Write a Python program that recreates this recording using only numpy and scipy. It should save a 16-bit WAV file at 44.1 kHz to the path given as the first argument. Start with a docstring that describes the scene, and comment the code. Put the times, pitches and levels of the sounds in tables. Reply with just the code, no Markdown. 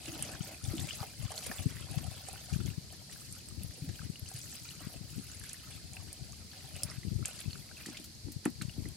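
"""A hand net is worked in the shallow edge of a pond, beside a plastic tub and a stone bank.
Bubbles and spray make the water gurgle, trickle, fizz, glug, swish, spatter and splash; drops plop.
Short rings make the ticks of grit and net frame; the tub's modes knock and its rim rasps.
A light breeze rumbles and puffs, mostly on the left microphone port, over a steady outdoor hiss."""
import sys
import numpy as np
from scipy import signal
from scipy.io import wavfile

SR = 44100
rng = np.random.default_rng(int(sys.argv[2]) if len(sys.argv) > 2 else 0)


def generate_wav(signal):
    """Clip the signal to [-1, 1] and save it as 16-bit WAV at the path in sys.argv[1]."""
    frames = np.transpose(np.atleast_2d(signal))
    scaled = np.clip(frames, -1, 1) * 32767
    pcm = np.round(scaled).astype(np.int16)
    wavfile.write(sys.argv[1], SR, pcm)


N = 395136

# strongest eddies hitting the left port: start_s [s], level_db [dB], nominal pitch_hz [Hz]
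WIND_PUFFS = [(0.41, -24, 156), (0.686, -24, 117), (.846, -29, 142), (1.014, -28.5, 119), (1.256, -25, 113),
              (1.665, -16, 138), (1.975, -22, 144), (2.084, -27.5, 110), (2.527, -25.5, 178),
              (2.563, -20.5, 150), (2.688, -25.5, 143), (2.782, -24.5, 142), (4.101, -24.5, 162),
              (4.229, -29.5, 100), (4.872, -27, 184), (4.964, -28.5, 113), (5.013, -32, 167),
              (5.183, -26, 182), (5.197, -30, 191), (6.855, -28.5, 115), (6.984, -28.5, 128),
              (7.052, -27.5, 180), (7.083, -25, 137), (7.118, -23, 140), (7.162, -20, 100),
              (7.461, -30, 167), (7.481, -24, 106), (8.366, -26.5, 135), (8.622, -26.5, 156),
              (8.653, -26, 136), (8.685, -28, 146)]
# sharpest ticks of spray, grit and frame on stone: start_s [s], level_db [dB], pitch_hz [Hz]
STONE_TICKS = [(0.225, -15, 9400), (.258, -42, 10000), (.474, -34, 8450), (.641, -29.5, 6040),
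               (.781, -31, 3620), (0.804, -28.5, 7360), (.889, -30, 2800), (.894, -29, 7340),
               (.957, -32, 7650), (1.031, -36, 6800), (1.3182, -27, 8900), (1.379, -29, 6700),
               (1.39, -30, 6000), (1.465, -25, 9800), (1.468, -25, 10400), (2.042, -33, 9300),
               (2.2865, -27, 8700), (2.33, -29, 10300), (2.925, -34, 10200), (3.326, -27, 9150),
               (3.6345, -29.5, 11700), (3.89, -38, 6400), (4.289, -31, 8400), (4.415, -32, 6950),
               (4.554, -30.5, 9700), (5.397, -31.5, 10600), (5.438, -31, 7950), (5.493, -31, 6200),
               (5.532, -24, 9050), (5.934, -30, 7600), (6.1293, -26, 9800), (6.764, -30, 9300),
               (6.8341, -14, 9400), (7.251, -32, 2680), (7.2568, -14.5, 7900), (7.282, -27, 10900),
               (7.404, -26.5, 9800), (7.413, -36, 3620), (7.862, -31, 8100), (7.899, -33.5, 6030),
               (7.97, -33.5, 3100), (8.454, -20, 9100), (8.613, -34, 1810), (8.619, -31, 8700),
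               (8.887, -32, 10200)]
# loudest drops: start_s [s], level_db [dB], pitch_hz [Hz]
LOUD_DROPS = [(.085, -37, 2710), (.151, -44, 664), (.166, -36, 660), (.19, -36, 630), (.25, -38, 605),
              (.291, -34, 636), (.336, -36, 1720), (.352, -39, 1540), (.472, -44, 577), (0.544, -41, 2480),
              (.651, -37.5, 3500), (.702, -43, 2180), (.78, -35, 3370), (.795, -30, 3570), (.81, -40, 1880),
              (.899, -35, 3200), (.908, -28.5, 2980), (1.004, -33, 4870), (1.029, -26.5, 766),
              (1.318, -31.5, 844), (1.343, -39, 730), (1.378, -29, 4240), (1.465, -37, 530),
              (1.514, -29, 1730), (1.514, -29.5, 696), (1.553, -43, 705), (1.584, -35.5, 3400),
              (1.768, -40, 1860), (1.98, -44, 708), (2.042, -39.5, 3170), (2.044, -39.5, 730),
              (2.285, -34.5, 753), (2.536, -41, 2840), (2.603, -40.5, 1390), (2.702, -40, 2700),
              (2.903, -43.5, 3160), (2.926, -42, 690), (3.096, -46, 1860), (3.113, -37, 7500),
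              (3.16, -46, 1590), (3.365, -47, 1400), (3.39, -44.5, 3270), (3.487, -35, 8330),
              (3.61, -45, 590), (3.709, -47, 1930), (3.778, -46, 495), (3.889, -46, 710),
              (3.956, -42, 3200), (3.992, -40.5, 1530), (4.157, -37, 2830), (4.195, -34.5, 11300),
              (4.261, -43, 2900), (4.314, -40, 737), (4.34, -37, 6490), (4.403, -43, 3320),
              (4.53, -46.5, 727), (4.654, -41, 2450), (4.689, -36, 4100), (4.707, -39, 2860),
              (5.316, -37.5, 7000), (5.439, -40, 1620), (5.544, -44, 1820), (5.968, -32, 2590),
              (6.533, -43.5, 1660), (6.756, -41, 2920), (6.834, -23.5, 5220), (6.9, -32.5, 5330),
              (6.914, -40, 2000), (7.032, -39.5, 2000), (7.226, -43, 1330), (7.285, -40.5, 730),
              (7.287, -43, 1450), (7.391, -35, 4500), (7.508, -36, 4400), (7.531, -32, 4300),
              (7.713, -43, 1540), (7.858, -34, 1860), (8.616, -35.5, 1420), (8.615, -33.5, 4250),
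              (8.695, -38, 2770), (8.855, -40, 1970)]
# blows on the tub: start_s [s], strength_db [dB], contact_brightness_hz [Hz]
TUB_KNOCKS = [(0.733, -30, 477), (0.77, -22, 109), (7.865, -39.5, 600), (7.883, -35, 1100),
              (7.995, -42.5, 700), (8.281, -36.5, 696), (8.4555, -20, 2840), (8.613, -45, 2000),
              (8.776, -33, 327), (8.856, -36, 504)]
# ringing modes of the tub: pitch_hz [Hz], level_db [dB], t60_s [s]
TUB_MODES = [(220.6, -11, 0.2), (246, -0.5, 0.076), (293, 1, .04), (530, -23.5, .04), (720, -15, 0.047),
             (1165, -19.5, .03), (2590, -9.5, 0.015)]
# level of the tub dragged on stone: time_s [s], level_db [dB]
TUB_DRAG = [(0, -54), (.07, -68.5), (.09, -50), (.2, -53.5), (.33, -53), (.4, -58.5), (.55, -57),
            (.65, -110)]
# resonances of the dragged rim: pitch_hz [Hz], relative level_db [dB], t60_s [s]
RIM_MODES = [(218, -9, 0.026), (283, 6.5, 0.033), (715, 4, 0.019)]
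# relative strength of bubbles by pitch, large to small: pitch_hz [Hz], level_db [dB]
GURGLE_BUBBLES = [(330, -20), (480, -6), (690, 7.5), (850, 1.5), (1150, -7)]
TRICKLE_BUBBLES = [(1150, -5.5), (1800, -2), (2800, 4), (3600, 3), (5200, -1.5)]
FIZZ_BUBBLES = [(4200, -0.5), (5500, -3.5), (7000, -1.5), (9300, 2), (11000, 0.5), (13000, -2.5),
                (15500, -1.5)]
# outdoor hiss: frequency_hz [Hz], relative density_db [dB per Hz]
AIR_SPECTRUM = [(40, -14), (76, 2), (123, -2.5), (170, -4.5), (300, -12.5), (480, -19), (740, -22),
                (1160, -28.5), (2000, -22.5), (3400, -22.5), (4700, -12.5), (6200, -19), (10400, -21),
                (12500, -41), (15500, -39)]
# likeness of the hiss at the two ports: frequency_hz [Hz], correlation [-1 to 1]
PORT_LIKENESS = [(300, 0.97), (1000, 0), (2500, 0.15), (5000, 0)]
# water slopped by each move of the net: start_s [s], length_s [s], trickle_db [dB],
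# gurgle_above_trickle_db [dB], fizz_above_trickle_db [dB]
NET_SLOPS = [(0.02, .3, -55, -6.5, 0), (0.399, .09, -58, -0.5, 4), (0.617, .13, -58, -1.5, 2.5),
             (0.74, .28, -57.5, -5.5, 3), (1.171, .18, -58, 0, 0.5), (1.344, .25, -56, -0.5, 2.5),
             (1.656, .68, -60, -3, 0.5), (2.369, .31, -60, -8, -0.5), (2.884, .15, -68, 3, -0.5),
             (3.082, .3, -67, -12, 7.5), (3.59, 0.33, -69.5, -4.5, 4.5), (3.926, .12, -64, -10, 1),
             (4.245, .21, -66, -20, 11), (4.486, 0.092, -60, -26, 7), (4.618, .1, -61, -29.5, 3.5),
             (4.777, 0.15, -62.5, 2.5, 1), (5.068, .28, -64, -9, 4.5), (5.409, .1, -58, -21, 0),
             (5.62, .13, -60.5, -9.5, -1.5), (5.913, .24, -66.5, -4, 1.5), (6.477, 0.2, -63.5, -5, 1),
             (6.708, .21, -62, -0.5, 2.5), (7.23, .18, -59, -7.5, 0.5), (7.472, .12, -63.5, -16, 0.5),
             (7.734, .09, -59.5, -11, -2.5), (7.851, .14, -60, -9.5, 0), (8.604, .3, -70, 1.5, 2.5)]
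# gusts of the breeze: start_s [s], length_s [s], level_db [dB]
BREEZE_GUSTS = [(.02, 0.41, -47), (.62, 0.26, -40), (1.17, 0.072, -39.5), (1.47, 0.49, -40),
                (1.96, 0.15, -38.5), (2.5, 0.17, -35), (3.51, 0.14, -37), (3.81, 0.079, -37),
                (3.99, .04, -37), (4.8, 0.23, -43.5), (5.1, .16, -42), (5.7, 0.2, -46.5),
                (5.96, 0.087, -41.5), (6.2, 0.06, -43), (6.72, 0.13, -44.5), (7.05, .16, -36),
                (7.4, 0.15, -44), (8.22, 0.056, -40), (8.5, 0.21, -44), (8.76, 0.12, -39.5)]
# trickle draining from the mesh between slops: time_s [s], level_db [dB]
MESH_DRAIN = [(0, -64), (3, -71), (7.8, -69.5), (8.15, -84.5)]
# water swept through the mesh: start_s [s], length_s [s], level_db [dB], centre_hz [Hz]
MESH_SWISHES = [(0.229, 0.044, -55.5, 2690), (0.979, 0.069, -54, 1100), (1.449, 0.16, -60, 1920),
                (1.692, .14, -64.5, 1970), (2.234, 0.11, -69, 2840), (4.798, 0.089, -60, 1660),
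                (6.748, 0.035, -54.5, 2800), (6.851, 0.13, -59.5, 1780), (7.385, 0.04, -58, 2350)]
# sudden splashes of spray: start_s [s], level_db [dB], centre_hz [Hz], t60_s [s]
SPRAY_SPLASHES = [(.473, -60, 4500, 0.044), (0.796, -41, 4960, 0.035), (0.891, -51, 3060, 0.08),
                  (1.319, -41, 3600, 0.026), (1.436, -41, 5000, 0.044), (1.46, -38.5, 4200, 0.044),
                  (1.98, -42, 3820, 0.033), (2.284, -49, 3200, 0.037), (2.529, -41.5, 4300, 0.055),
                  (3.122, -46, 2960, 0.063), (3.888, -50, 2700, 0.075), (7.252, -44, 2730, 0.09),
                  (7.86, -40.5, 5400, 0.052), (7.971, -41, 4830, 0.026), (8.04, -47, 7500, 0.086),
                  (8.318, -45, 8500, .05), (8.443, -48, 2300, .04), (8.455, -40, 5500, .02),
                  (8.459, -39.5, 1000, 0.036), (8.5, -46, 10500, .025), (8.619, -39.5, 5500, 0.033),
                  (8.62, -48, 2000, 0.055)]
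# large pockets of air gulping free: start_s [s], level_db [dB], pitch_hz [Hz]
AIR_GLUGS = [(.079, -31.5, 312), (.098, -45, 340), (0.123, -35.5, 312), (0.148, -45, 323), (.734, -26, 330),
             (1.656, -22, 245), (1.659, -41, 399), (3.612, -35, 190), (3.82, -27.5, 150),
             (3.838, -34.5, 259), (3.876, -24.5, 156), (4.342, -27.5, 125), (4.811, -43, 282),
             (5.184, -40, 260)]

AIR_DB, CUTOFF_HZ = -54, 15800
SLOP_ATTACK_S, SLOP_T60_S = .035, 0.49
GUST_ATTACK_S, GUST_T60_S, CALM_DB = .015, .27, -52.5
DRAIN_GURGLE_DB, DRAIN_FIZZ_DB = -5.5, 2  # above the draining trickle
GLUG_T60_S, GLUG_RISE = 0.068, 0.066
TICK_LEFT_DB = -3.5  # the ticks lie a little to the right


def from_db(db):
    """Decibels to amplitude gain."""
    return 10 ** (np.asarray(db) / 20)


def decay(t, t60):
    """Exponential fall of 60 dB in t60 seconds."""
    return np.exp(-np.log(1000) * t / t60)


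def rms_one(x):
    """Scale so that the mean of the channels has rms 1."""
    return x / np.sqrt(np.mean(np.atleast_2d(x).mean(axis=0) ** 2) + 1e-20)


def in_time(rows):
    """Interpolate each column of a curve at every sample."""
    s, *columns = np.transpose(rows)
    return [np.interp(np.arange(N) / SR, s, c) for c in columns]


def at_hz(points, hz):
    """Read a spectrum on a log-frequency axis."""
    frequency_hz, value = np.array(points).T
    return np.interp(np.log(hz), np.log(frequency_hz), value)


def filtered(x, hz, kind, order=2):
    """Causal Butterworth filter."""
    sos = signal.butter(order, np.clip(hz, 10, .47 * SR), kind, fs=SR, output="sos")
    return signal.sosfilt(sos, x + 1e-18)


def drift(rate_hz):
    """Slow random wander of rms 1: noise through a double pole at rate_hz, on every 40th sample."""
    r = np.exp(-80 * np.pi * rate_hz / SR)
    noise = rng.standard_normal(N // 40 + 2002)
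    slow = signal.lfilter([1], [1, -2 * r, r * r], noise)[2000:]  # skip the filter's start
    return np.interp(np.arange(N) / 40, np.arange(len(slow)), rms_one(slow))


def ring(clicks, hz, t60):
    """A resonator: a unit click starts a decaying sine of about height 1."""
    r = decay(1, t60 * SR)
    w = 2 * np.pi * min(hz, SR / 2 - 1000) / SR
    return signal.lfilter([0, np.sin(w)], [1, -2 * r * np.cos(w), r * r], clicks + 1e-18)


def add(track, s, sound):
    """Mix a short sound in at time s."""
    i = max(round(s * SR), 0)
    track[..., i:i + sound.shape[-1]] += sound[..., :N - i]


def panned(left_db):
    """Left and right gains for a level difference."""
    return from_db(np.array([[left_db], [-left_db]]) / 2)


def placed(sound, left_db, lag_samples):
    """Each port hears its own level; a positive lag delays the right port by fractions of a sample or more."""
    taps = np.arange(-6, 7)
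    delay = np.sinc(taps - lag_samples) * np.hanning(len(taps) + 2)[1:-1]
    late = np.convolve(sound, delay)[np.arange(len(sound)) + len(taps) // 2]
    return np.array([sound, late]) * panned(left_db)


def bank(x, wet_db, t60):
    """Stones, pipe and tub scatter a short cloud of echoes, different at each port."""
    t = np.arange(SR // 8) / SR
    cloud = rng.standard_normal((2, len(t))) * decay(t, t60) * (t > .0006)
    cloud /= np.sqrt(np.sum(cloud ** 2, axis=1, keepdims=True))
    echoes = signal.fftconvolve(x * np.ones((2, 1)), cloud, axes=1)[:, :N]
    return x + from_db(wet_db) * echoes


def swells(rows, attack_s, t60, rest_db):
    """Level in dB of events (start_s, length_s, level_db) that rise, hold and die away over a resting level."""
    t = np.arange(0, N, 64) / SR
    power = np.zeros(len(t))
    for s, length, level_db in rows:
        rise = np.clip((t - s) / attack_s, 0, 1)
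        fall = decay(np.maximum(t - s - length, 0), t60)
        power += (from_db(level_db) * rise * fall) ** 2
    return 10 * np.log10(np.interp(np.arange(N) / SR, t, power) + from_db(rest_db) ** 2)


def strays(drive_db, top_db, follows, low_hz, high_hz, count, spread_db=6.0):
    """Small chance events (start_s, level_db, pitch_hz), more frequent and stronger where their drive is high."""
    when, size, pitch = rng.random((count, 3)).T
    below_db = drive_db - drive_db.max()
    tally = np.cumsum(from_db(below_db / 2))
    at = np.searchsorted(tally, tally[-1] * (np.arange(count) + when) / count)
    level_db = top_db + follows * below_db[at] + spread_db * (2 * size - 1)
    return list(zip(at / SR, level_db, low_hz * (high_hz / low_hz) ** pitch))


def banded_noise(spectrum, count=22):
    """Stereo noise in bands, alike at the two ports in the bass and nearly unrelated above."""
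    out, edges = 0, np.geomspace(35, 16000, count + 1)
    white = rng.standard_normal((2, 2, N))
    for k, (low, high) in enumerate(zip(edges, edges[1:])):
        mid, side = filtered(white[k % 2], [low, high], "band")
        hz = np.sqrt(low * high)
        alike = np.clip(at_hz(PORT_LIKENESS, hz), -1, 1)
        band = np.sqrt(1 + alike) * mid + np.sqrt(1 - alike) * side * [[1], [-1]]
        out = out + from_db(at_hz(spectrum, hz)) * band
    return rms_one(out)


def air():
    """Steady outdoor hiss: banded noise, with a broad microphone resonance in the treble."""
    resonance = rms_one(filtered(rng.standard_normal((2, N)), [4080, 5000], "band", order=3))
    return from_db(AIR_DB) * banded_noise(AIR_SPECTRUM) + from_db(-65.5) * resonance


def tub(give_s=0.00338, rebound_s=.016, rebound_db=-11, slap_db=-13, slap_t60=0.05, judder_db=4):
    """Knocks ring the plastic tub and rebound once; its big low modes swing in late. 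Dragging it rasps."""
    blows, click = np.zeros(N), signal.unit_impulse(SR // 20)
    for s, strength_db, brightness_hz in TUB_KNOCKS:
        blow = from_db(strength_db) * filtered(click, brightness_hz, "low")
        add(blows, s, blow)
        add(blows, s + rebound_s, from_db(rebound_db) * filtered(blow, 530, "low"))
    body = np.zeros(N)
    for hz, level_db, t60 in TUB_MODES:
        late_s = give_s * TUB_MODES[0][0] / hz
        add(body, late_s, from_db(level_db) * ring(blows, hz, t60))
    # the many short modes of the thin wall merge into a slap, roughened as the rim judders
    t = np.arange(len(click)) / SR
    wall = filtered(rng.standard_normal(len(t)), [330, 3000], "band")
    wall = rms_one(filtered(wall, 1000, "low", order=1))
    wall = rms_one(wall * from_db(judder_db * drift(130)[:len(t)]))
    body += from_db(slap_db) * signal.fftconvolve(blows, wall * decay(t, slap_t60))[:N]
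    # the small wall radiates little bass
    knocks = bank(filtered(body, 190, "high", order=3), wet_db=-4.5, t60=0.083)
    # random slips of the rim on stone excite its resonances
    slips = (rng.random(N) < 900 / SR) * rng.standard_normal(N)
    rasp = rms_one(sum(from_db(level_db) * ring(slips, hz, t60) for hz, level_db, t60 in RIM_MODES))
    return knocks + rasp * from_db(in_time(TUB_DRAG)[0])


def flow():
    """Levels of gurgle, trickle and fizz: all three swell with each slop and drain away after it."""
    s, length, slop_db, gurgle_db, fizz_db = np.transpose(NET_SLOPS)
    drain_db, = in_time(MESH_DRAIN)
    gurgle = slop_db + gurgle_db, drain_db + DRAIN_GURGLE_DB
    trickle = slop_db, drain_db
    fizz = slop_db + fizz_db, drain_db + DRAIN_FIZZ_DB
    return [swells(zip(s, length, level_db), SLOP_ATTACK_S, SLOP_T60_S, rest_db)
            for level_db, rest_db in (gurgle, trickle, fizz)]


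def bubble(hz, t60, rise, swell=1.0):
    """A bubble swells within a cycle or so, rings down and rises in pitch as it nears the surface."""
    t = np.arange(int(t60 * SR) + 2) / SR
    turns = hz * (t + rise * t * t / (2 * t60))
    return np.sin(2 * np.pi * turns) * (1 - np.exp(-turns / swell)) * decay(t, t60)


def bubbles(spectrum, level_db, bursts, per_s, t60, spread_db, pan_db, rise=0.12, crowding=.45,
            lag_samples=2.44, scatter=0.815, wander=.2, wander_hz=9):
    """Bubbles are born in bursts, more of them when the water is louder; the small high ones die sooner."""
    low, high = spectrum[0][0], spectrum[-1][0]
    stir = from_db(crowding * (level_db - level_db.max()))
    at = np.flatnonzero(rng.random(N) < per_s * stir * bursts / SR)
    size, pitch, side, sign, life = rng.random((5, N))[:, at]
    # bubbles born together are of similar size, so the pitch of the water wanders
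    position = (scatter * (pitch - .5) + wander * drift(wander_hz)[at] + .5) % 1
    hz = low * (high / low) ** position
    size_db = spread_db * np.minimum(-np.log(1 - size), 3)
    height = from_db(size_db + at_hz(spectrum, hz)) * np.sign(sign - .5) / np.sqrt(stir[at])
    rings = t60 * np.sqrt(low / hz) * 2 ** (2 * life - 1)
    out = np.zeros((2, N))
    for i, f, h, ring_s, place in zip(at, hz, height, rings, 2 * side - 1):
        add(out, i / SR, placed(h * bubble(f, ring_s, rise), pan_db * place, lag_samples * place))
    return rms_one(out) * from_db(level_db)


def spatter(level_db, bursts, per_s=500, spread_db=5, low_hz=900, high_hz=5500):
    """Water falling from the mesh strikes the pond in separate, unpitched taps of very uneven size."""
    chance = per_s * from_db((level_db - level_db.max()) / 2) * bursts / SR
    at = np.flatnonzero(rng.random(N) < chance)
    size, side, sign = rng.random((3, N))[:, at]
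    size_db = spread_db * np.minimum(-np.log(1 - size), 3)
    height = from_db(size_db + level_db[at]) * np.sign(sign - .5)
    taps = np.zeros((2, N))
    taps[:, at] = height * np.sqrt([side, 1 - side])
    return rms_one(filtered(taps, [low_hz, high_hz], "band")) * np.sqrt(np.mean(from_db(level_db) ** 2))


def water(gurgle_db, trickle_db, fizz_db, burst_db=4.5, spatter_db=-7.5):
    """Slopping water frees bursts of bubbles: large ones gurgle, smaller ones trickle, the smallest fizz."""
    bursts = from_db(burst_db * np.minimum(drift(70), 2))
    bursts /= bursts.mean()
    gurgle = bubbles(GURGLE_BUBBLES, gurgle_db, bursts, per_s=400, t60=0.026, spread_db=3.5, pan_db=4)
    trickle = bubbles(TRICKLE_BUBBLES, trickle_db, bursts, per_s=900, t60=0.017, spread_db=3.5, pan_db=13.5)
    # the finest spray crackles in briefer spurts
    spurts = bursts ** .44 * from_db(4 * np.minimum(drift(140), 2))
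    spurts /= spurts.mean()
    fizz = bubbles(FIZZ_BUBBLES, fizz_db, spurts, per_s=1100, t60=0.003, spread_db=2.5, pan_db=11.5)
    taps = spatter(trickle_db + spatter_db, bursts)
    return bank(gurgle + trickle + taps, wet_db=-1.5, t60=0.11) + bank(fizz, wet_db=-1.0, t60=0.063)


def dip(cycles):
    """A brief fall in pressure with a swell on each side; time is counted in cycles."""
    return -np.cos(2 * np.pi * cycles) * np.exp(-2 * cycles ** 2)


def breeze(right_db=-24, edge_db=-11, edge_ratio=1.75, flutter_db=-12):
    """Eddies press on the left port: lumpy rumble, and single puffs as one sharp dip between two swells."""
    rumble = filtered(rng.standard_normal((2, N)), [66, 150], "band")
    rumble = filtered(rumble, 173, "low", order=1)
    flutter = filtered(rng.standard_normal((2, N)), [165, 345], "band", order=3)
    lumps = rms_one(from_db(6.9 * np.minimum(drift(22), 1.1)))
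    # the stronger lumps are also the brighter ones
    bright = from_db(flutter_db) * flutter / flutter.std() * rms_one(lumps ** 1.9)
    wind_db = swells(BREEZE_GUSTS, GUST_ATTACK_S, GUST_T60_S, CALM_DB)
    out = (rumble / rumble.std() * lumps + bright) * from_db(wind_db)
    t = np.arange(-(SR // 50), SR // 50) / SR
    for s, level_db, hz in WIND_PUFFS:
        puff = dip(hz * t * 0.93) + from_db(edge_db) * dip(hz * t * edge_ratio)
        add(out[0], s + t[0], from_db(level_db) * puff)
    return out * from_db([[0], [right_db]])


def glugs():
    """A large pocket of air rings low and long as it escapes from under the net."""
    out = np.zeros((2, N))
    for s, level_db, hz in AIR_GLUGS:
        add(out, s, from_db(level_db) * bubble(hz, GLUG_T60_S, GLUG_RISE))
    return bank(out, wet_db=-7.5, t60=0.09)


def drops(trickle_db, t60_at_1khz=0.023, rise=0.086, splat_db=-18.0206, splat_t60_at_1khz=0.051,
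          tap_db=-7, tap_hz=5000):
    """Each drop taps the surface and rings one bubble inside a faint, brief splat."""
    out, t = np.zeros((2, N)), np.arange(SR // 20) / SR
    tap = filtered(signal.unit_impulse(len(t)), [1000, tap_hz], "band", order=1)
    tap *= from_db(tap_db) / np.abs(tap).max()
    plinks = strays(trickle_db, top_db=-45, follows=.4, low_hz=900, high_hz=3600, count=50)
    for s, level_db, hz in LOUD_DROPS + plinks:
        brevity = np.sqrt(1000 / hz)  # small drops die sooner
        splat = rms_one(filtered(rng.standard_normal(len(t)), [hz * 0.54, hz * 1.48], "band"))
        splat *= decay(t, splat_t60_at_1khz * brevity) * from_db(splat_db)
        gain = from_db(level_db) * panned(rng.normal(0, 5.6))
        add(out, s, gain * bubble(hz, t60_at_1khz * brevity, rise))
        add(out, s, gain * (splat + tap))
    return bank(out, wet_db=-6, t60=.04)


def ticks(fizz_db, cycles=8, width=0.58, crack_db=-17, lag_samples=0.6, echo_s=.0025, echo_db=-12):
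    """A hard contact rings a few cycles over a duller crack; the stone throws it back once."""
    out, click = np.zeros((2, N)), signal.unit_impulse(SR // 100)
    grit = strays(fizz_db, top_db=-33, follows=.35, low_hz=6000, high_hz=11500, count=18)
    for s, level_db, hz in STONE_TICKS + grit:
        band = [hz / (1 + width), min(hz * (1 + width), 11500)]
        tick = filtered(ring(click, hz, cycles / hz), band, "band")
        crack = from_db(crack_db) * ring(click, hz * .5, cycles / hz)
        contact = tick / np.abs(tick).max() + crack
        heard = placed(from_db(level_db) * contact, TICK_LEFT_DB, lag_samples)
        add(out, s, heard)
        add(out, s + echo_s * rng.uniform(.85, 1.15), from_db(echo_db) * heard)
    near = bank(out, wet_db=-4, t60=.014)
    return bank(near, wet_db=-7, t60=.066)


def swishes(per_s=4000, cycles=9, spread_octaves=0.3, glide_octaves=0.49):
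    """The mesh shears water into a swarm of tiny bubbles that swells and fades, climbing in pitch."""
    out = np.zeros((2, N))
    for s, length, level_db, centre_hz in MESH_SWISHES:
        swarm = np.zeros(N)
        when, pitch, sign = rng.random((int(per_s * length), 3)).T
        octaves = spread_octaves * np.sqrt(3) * (2 * pitch - 1) + glide_octaves * (when - .5)
        heights = np.sin(np.pi * when) ** .5 * np.sign(sign - .5)
        for part, hz, height in zip(when, centre_hz * 2 ** octaves, heights):
            add(swarm, s + part * length, height * bubble(hz, cycles / hz, rise=0.11))
        stroke_rms = np.sqrt(np.sum(swarm ** 2) / (length * SR))
        out += from_db(level_db) * swarm / stroke_rms
    return bank(out, wet_db=-7, t60=0.056)


def spray(t, hz, width, per_s):
    """A dense shower of droplets too small to have a pitch of their own; rms 1."""
    droplets = rng.standard_normal(len(t)) * (rng.random(len(t)) < per_s / SR)
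    return rms_one(filtered(droplets, [hz / (1 + width), min(hz * (1 + width), 15000)], "band"))


def splashes(attack_s=0.0014, width=1.0, per_s=9000):
    """Water slapped into spray: a sharp start and a short wet tail."""
    out, t = np.zeros((2, N)), np.arange(SR // 10) / SR
    for s, level_db, hz, t60 in SPRAY_SPLASHES:
        shape = np.minimum(t / attack_s, 1) * decay(t, t60)
        add(out, s, from_db(level_db) * shape * spray(t, hz, width, per_s))
    return bank(out, wet_db=-3.0, t60=0.064)


def scene():
    """Everything at the pond's edge; the slops drive the bubbles and shake loose drops and grit."""
    gurgle_db, trickle_db, fizz_db = flow()
    pond = water(gurgle_db, trickle_db, fizz_db) + glugs() + drops(trickle_db) + swishes() + splashes()
    return air() + tub() + pond + breeze() + ticks(fizz_db)


def record(dry):
    """The deepest bass and the top are cut."""
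    bass_cut = filtered(dry, 42, "high", order=3)
    top_cut = signal.ellip(10, .2, 70, CUTOFF_HZ, fs=SR, output="sos")
    return signal.sosfilt(top_cut, bass_cut)


dry = scene()
out = record(dry)
generate_wav(out)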